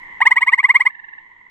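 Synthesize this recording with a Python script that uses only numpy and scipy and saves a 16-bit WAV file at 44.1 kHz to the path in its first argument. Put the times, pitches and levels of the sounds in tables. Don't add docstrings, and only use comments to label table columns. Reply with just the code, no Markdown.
import sys
import numpy as np
from scipy import signal
from scipy.fft import rfft, irfft
from scipy.io import wavfile
from scipy.ndimage import uniform_filter1d

SR = 44100
rng = np.random.default_rng(int(sys.argv[2]) if len(sys.argv) > 2 else 0)


def master(y):
    cut = np.clip(np.atleast_2d(y).T, -1, 1)
    pcm = np.round(cut * 32767)
    wavfile.write(sys.argv[1], SR, pcm.astype(np.int16))


N = 66150


def undb(db):
    return 10 ** (np.asarray(db) / 20)


def level(x, rms_db):
    return x * undb(rms_db) / np.sqrt(np.mean(x ** 2))


def fader(t, points):
    return undb(np.interp(t, *np.array(points).T))


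def colour(x, points):
    hz, db = np.array(points, float).T
    bins_hz = np.maximum(np.arange(N // 2 + 1) * SR / N, 1)
    return irfft(rfft(x) * undb(np.interp(np.log(bins_hz), np.log(hz), db)), N)


def flutter(rate_hz):
    span = max(int(SR / rate_hz), 1)
    return level(uniform_filter1d(uniform_filter1d(rng.standard_normal(N), span), span), 0)


def swell(t, rise_s, fall_s):
    return np.exp(-.5 * (t / np.where(t < 0, rise_s, fall_s)) ** 2)


def microphones(x, lag_s, right_db):
    bins_hz = np.arange(N // 2 + 1) * SR / N
    shifted = irfft(rfft(x) * np.exp(-2j * np.pi * bins_hz * lag_s), N)
    return np.array([x * undb(-right_db / 2), shifted * undb(right_db / 2)])


def scatter(x, t60_s):
    t = np.arange(N) / SR
    tail = rng.standard_normal((2, N)) * undb(-60 * t / t60_s) * np.clip(t / .004, 0, 1)
    tail /= np.sqrt(np.sum(tail ** 2, axis=1, keepdims=True))
    return signal.fftconvolve(x[None], tail, axes=1)[:, :N]


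def night_air(t):
    # freq_hz, density_db
    spectrum = [(20, 6), (60, -1.5), (120, -3.5), (200, -2), (350, -2), (550, -10), (1500, -10.5),
                (3200, -13), (3600, -17), (4200, -32), (7500, -27.5), (10000, -53.5), (15500, -43)]
    # time_s, gain_db
    recorder_gain = [(0, 7.5), (.2, 8.5), (.35, 5), (.6, -1), (.95, -4), (1.2, -2), (1.5, -2.5)]
    noise = rng.standard_normal(N) + 0.97 * rng.standard_normal((2, N))
    return fader(t, recorder_gain) * level(colour(noise, spectrum), -62)


def trill(t, pulses, pitch_hz, partials_db, sweep_hz_per_s, width_s):
    out = np.zeros(N)
    for crest_s, gain_db in pulses:
        on = abs(t - crest_s) < 5 * width_s
        offset_s = t[on] - crest_s
        phase = 2 * np.pi * (pitch_hz * offset_s + sweep_hz_per_s * offset_s ** 2 / 2 + rng.random())
        for k, partial_db in enumerate(partials_db, 1):
            span_s = 1.66 * width_s if k == 1 else width_s
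            envelope = swell(offset_s - 0.0013 * (k > 2), span_s, span_s)
            out[on] += undb(gain_db + partial_db) * envelope * np.sin(k * phase)
    return out


def chorus(t):
    centre_hz, rate_hz = 997.3, 20
    out = 0
    for detune, haste, offset in rng.uniform(-1, 1, (6, 3)):
        crests_s = np.arange(offset / rate_hz, t[-1], 1 / (rate_hz * (1 + 0.13 * haste)))
        voice = trill(t, [(s, 0) for s in crests_s], pitch_hz=centre_hz * (1 + .025 * detune),
                      partials_db=[-6.5, 7, -20, -30], sweep_hz_per_s=8000, width_s=0.0086)
        out += microphones(voice, lag_s=-0.00023, right_db=5.5) + undb(3.5) * scatter(voice, t60_s=1)
    return level(out, -48)


def pond_frogs(t):
    # crest_s, gain_db
    far_pulses = [(.035, -49), (.088, -52), (.128, -50), (.172, -47), (1.265, -48.5), (1.317, -46.5),
                  (1.365, -47.5), (1.414, -44.5), (1.468, -41.5)]
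    # crest_s, gain_db
    near_pulses = [(0.906, -37), (0.953, -38.5), (.998, -37.5), (1.044, -37.5), (1.090, -37.5),
                   (1.136, -37.5), (1.186, -37.5)]
    # time_s, gain_db
    recorder_gain = [(0, 12.5), (.2, 10), (.35, 9.5), (.9, 3.5), (1.2, 3), (1.5, -3)]
    near = trill(t, near_pulses, pitch_hz=897.6, partials_db=[-17.5, 3.5, -18, -33.5],
                 sweep_hz_per_s=8200, width_s=0.0043)
    far = trill(t, far_pulses, pitch_hz=1005, partials_db=[-4.5, 6.5, -27, -50],
                sweep_hz_per_s=7100, width_s=0.0021)
    direct = microphones(near, lag_s=-0.00027, right_db=7)
    direct += microphones(far, lag_s=-0.000094, right_db=5)
    return fader(t, recorder_gain) * (direct + chorus(t) + undb(-9.5) * scatter(near + far, t60_s=.15))


def tree_frog(t):
    # start_s, length_s, pitch_hz, sweep_hz_per_s,
    # fundamental_db, octave_db, overtones_db, crest_s, rise_s, fall_s, dip_s, dip_depth
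    pulses = [(0.203, 0.03, 1000, 14570, -11.5, -5.5, -35.5, 0.015, 0.0079, 0.0086, 0.0062, 0.92),
              (0.251, 0.032, 995, 11320, -14, 0, -32.5, 0.021, 0.0075, 0.0047, 0.016, 0.29),
              (0.302, 0.029, 1005.0, 10200, -17, -2, -35.5, 0.018, 0.0043, 0.0052, 0.0039, 0),
              (0.356, 0.033, 1017, 10150, -18, -0.5, -39.5, 0.025, 0.0091, 0.0023, 0.023, 0.88),
              (0.407, 0.032, 1018, 8360, -19.5, 1, -39.5, 0.018, 0.0028, 0.0057, 0.019, 0.9),
              (0.463, 0.038, 1034, 8310, -18.5, -2, -42, 0.029, 0.01, 0.0012, 0.0259, 0.74),
              (0.518, 0.0282, 993, 8070, -18.5, -2.5, -38.5, 0.018, 0.0062, 0.0086, 0.013, 0.3),
              (0.5752, 0.033, 1045, 8980, -21, -3.5, -45, 0.022, 0.0067, 0.0051, 0.023, 0.9),
              (0.6292, 0.037, 1009, 7776, -21, -2.5, -42, 0.021, 0.0085, 0.004, 0.0086, 0.8),
              (0.683, 0.034, 1011, 9000.0, -19, -3, -39.5, 0.025, 0.0094, 0.0037, 0.0054, 0.52),
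              (0.74, 0.034, 1029, 8700, -18.5, -2.5, -38.2, 0.022, 0.0072, 0.0051, 0.014, 0.0),
              (0.7943, 0.03, 1029, 9500, -20.5, -3, -40, 0.018, 0.0043, 0.0063, 0.022, 0.72),
              (0.849, 0.0326, 1009, 8400.0, -21, -2, -41.5, 0.02, 0.0056, 0.0039, 0.018, 0.24)]
    # freq_hz, gain_db
    body = [(100, -36), (450, -2.5), (620, -7), (760, 2.5), (1000, -0.5), (1400, -2), (2100, 0.5),
            (3100, 1.5), (3500, -1), (4000, 1), (4700, -7.5), (15000, -8.5)]
    # freq_hz, gain_db
    buzz_colour = [(2500, -17), (3500, 4), (4500, -7), (5500, -6), (6800, -9), (7900, 5.5), (9200, -24),
                   (10200, -38), (11500, -17.5), (12800, -29.5), (14200, -7.5), (15500, -28.5)]
    # freq_hz, gain_db
    rasp_colour = [(500, -20.5), (1300, 11.5), (2600, -5), (3600, -4), (4500, -6), (5600, -15.5),
                   (6800, -13), (7900, -11), (9200, -10.5), (10200, -34.5), (11500, -12.5), (12800, -26),
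                   (14200, -8.5), (15500, -21.5)]
    lowest_hz, highest_hz, pivot_s, push_db_per_s = 889, 1201, .018, 124.5
    attack_s, release_s, rough_s = 0.018, .0026, .011
    sac_open_s, snap_s, dip_width_s, octave_hold = 0.0027, .0011, 0.0027, 0.077
    tone, buzz, rasp = np.zeros((3, N))
    jitter, shake, hiss = flutter(900), flutter(330), rng.standard_normal(N)
    waver, flicker = flutter(170), flutter(240)
    for (start_s, length_s, pitch_hz, sweep_hz_per_s, fundamental_db, octave_db, overtones_db,
         crest_s, rise_s, fall_s, dip_s, dip_depth) in pulses:
        on = (t >= start_s) & (t < start_s + 2 * length_s)
        age_s = t[on] - start_s
        rough = np.exp(-(age_s / rough_s) ** 2)
        glide_hz = np.clip(pitch_hz + sweep_hz_per_s * (age_s - pivot_s), lowest_hz, highest_hz)
        voice_hz = glide_hz * (1 + 0.0078 * waver[on]) * (1 + (0.0079 + 0.051 * rough) * jitter[on])
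        phase = 2 * np.pi * np.cumsum(voice_hz) / SR
        voiced = np.clip(age_s / attack_s, 0, 1) ** .6 / (1 + np.exp((age_s - length_s) / release_s))
        fundamental = undb(fundamental_db + push_db_per_s * (age_s - pivot_s)) * voiced * np.sin(phase)

        sac = swell(age_s - crest_s, rise_s, fall_s) * np.minimum(age_s / sac_open_s, 1)
        sac /= 1 + np.exp((age_s - length_s + .001) / snap_s)
        dip = 1 - dip_depth * swell(age_s - dip_s, dip_width_s, dip_width_s)
        octave = undb(octave_db) * (sac + octave_hold * voiced) * dip * np.sin(2 * phase)

        bright = undb(overtones_db) * voiced / (1 + np.exp((age_s - length_s + 0.0035) / .003))
        middle = undb(5.5) * np.sin(3 * phase) + undb(-3) * np.sin(4 * phase)
        middle *= bright * undb(3 * flicker[on])
        grain = 1 + .45 * rough * shake[on]
        tone[on] += grain * (fundamental + octave + middle)

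        upper = sum(np.cos(k * phase) for k in range(5, 16))
        early_swell = swell(age_s - 0.01, rise_s=0.0048, fall_s=0.0057)
        buzz[on] += undb(0.63 * overtones_db - 24.5) * early_swell * upper
        rasp[on] += undb(-2.5) * bright * hiss[on] * (1 + np.cos(phase))
    return colour(tone, body), colour(buzz, buzz_colour) + colour(rasp, rasp_colour)


def in_bush(t, tone, buzz):
    # time_s, gain_db
    opening = [(.22, -5.5), (.27, -2.5), (.37, 0), (.88, -0.5)]
    buzz = buzz * fader(t, opening)
    twigs = undb(2) * scatter(buzz, t60_s=.035)
    leaves = scatter(undb(-20) * tone + undb(-1) * buzz, t60_s=0.078)
    return microphones(tone + buzz, lag_s=.00008, right_db=0.68) + twigs + leaves


def scene():
    t = np.arange(N) / SR
    tone, buzz = tree_frog(t)
    return in_bush(t, tone, buzz) + pond_frogs(t) + night_air(t)


def record(dry):
    # freq_hz, gain_db
    crackle_colour = [(60, 9), (300, -0.5), (2100, 0.5), (4500, 1.5), (6500, 0), (10000, -5), (15000, -7)]
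    skew, knee_power, top_hz = 0.011, 18, 15500
    ceiling = 1 - skew * np.sign(dry)
    clipped = dry / (1 + (dry / ceiling) ** knee_power) ** (1 / knee_power)
    overloaded = dry + colour(clipped - dry, crackle_colour)
    return signal.sosfilt(signal.ellip(10, .2, 80, top_hz, fs=SR, output="sos"), overloaded)


dry = scene()
out = record(dry)
master(out)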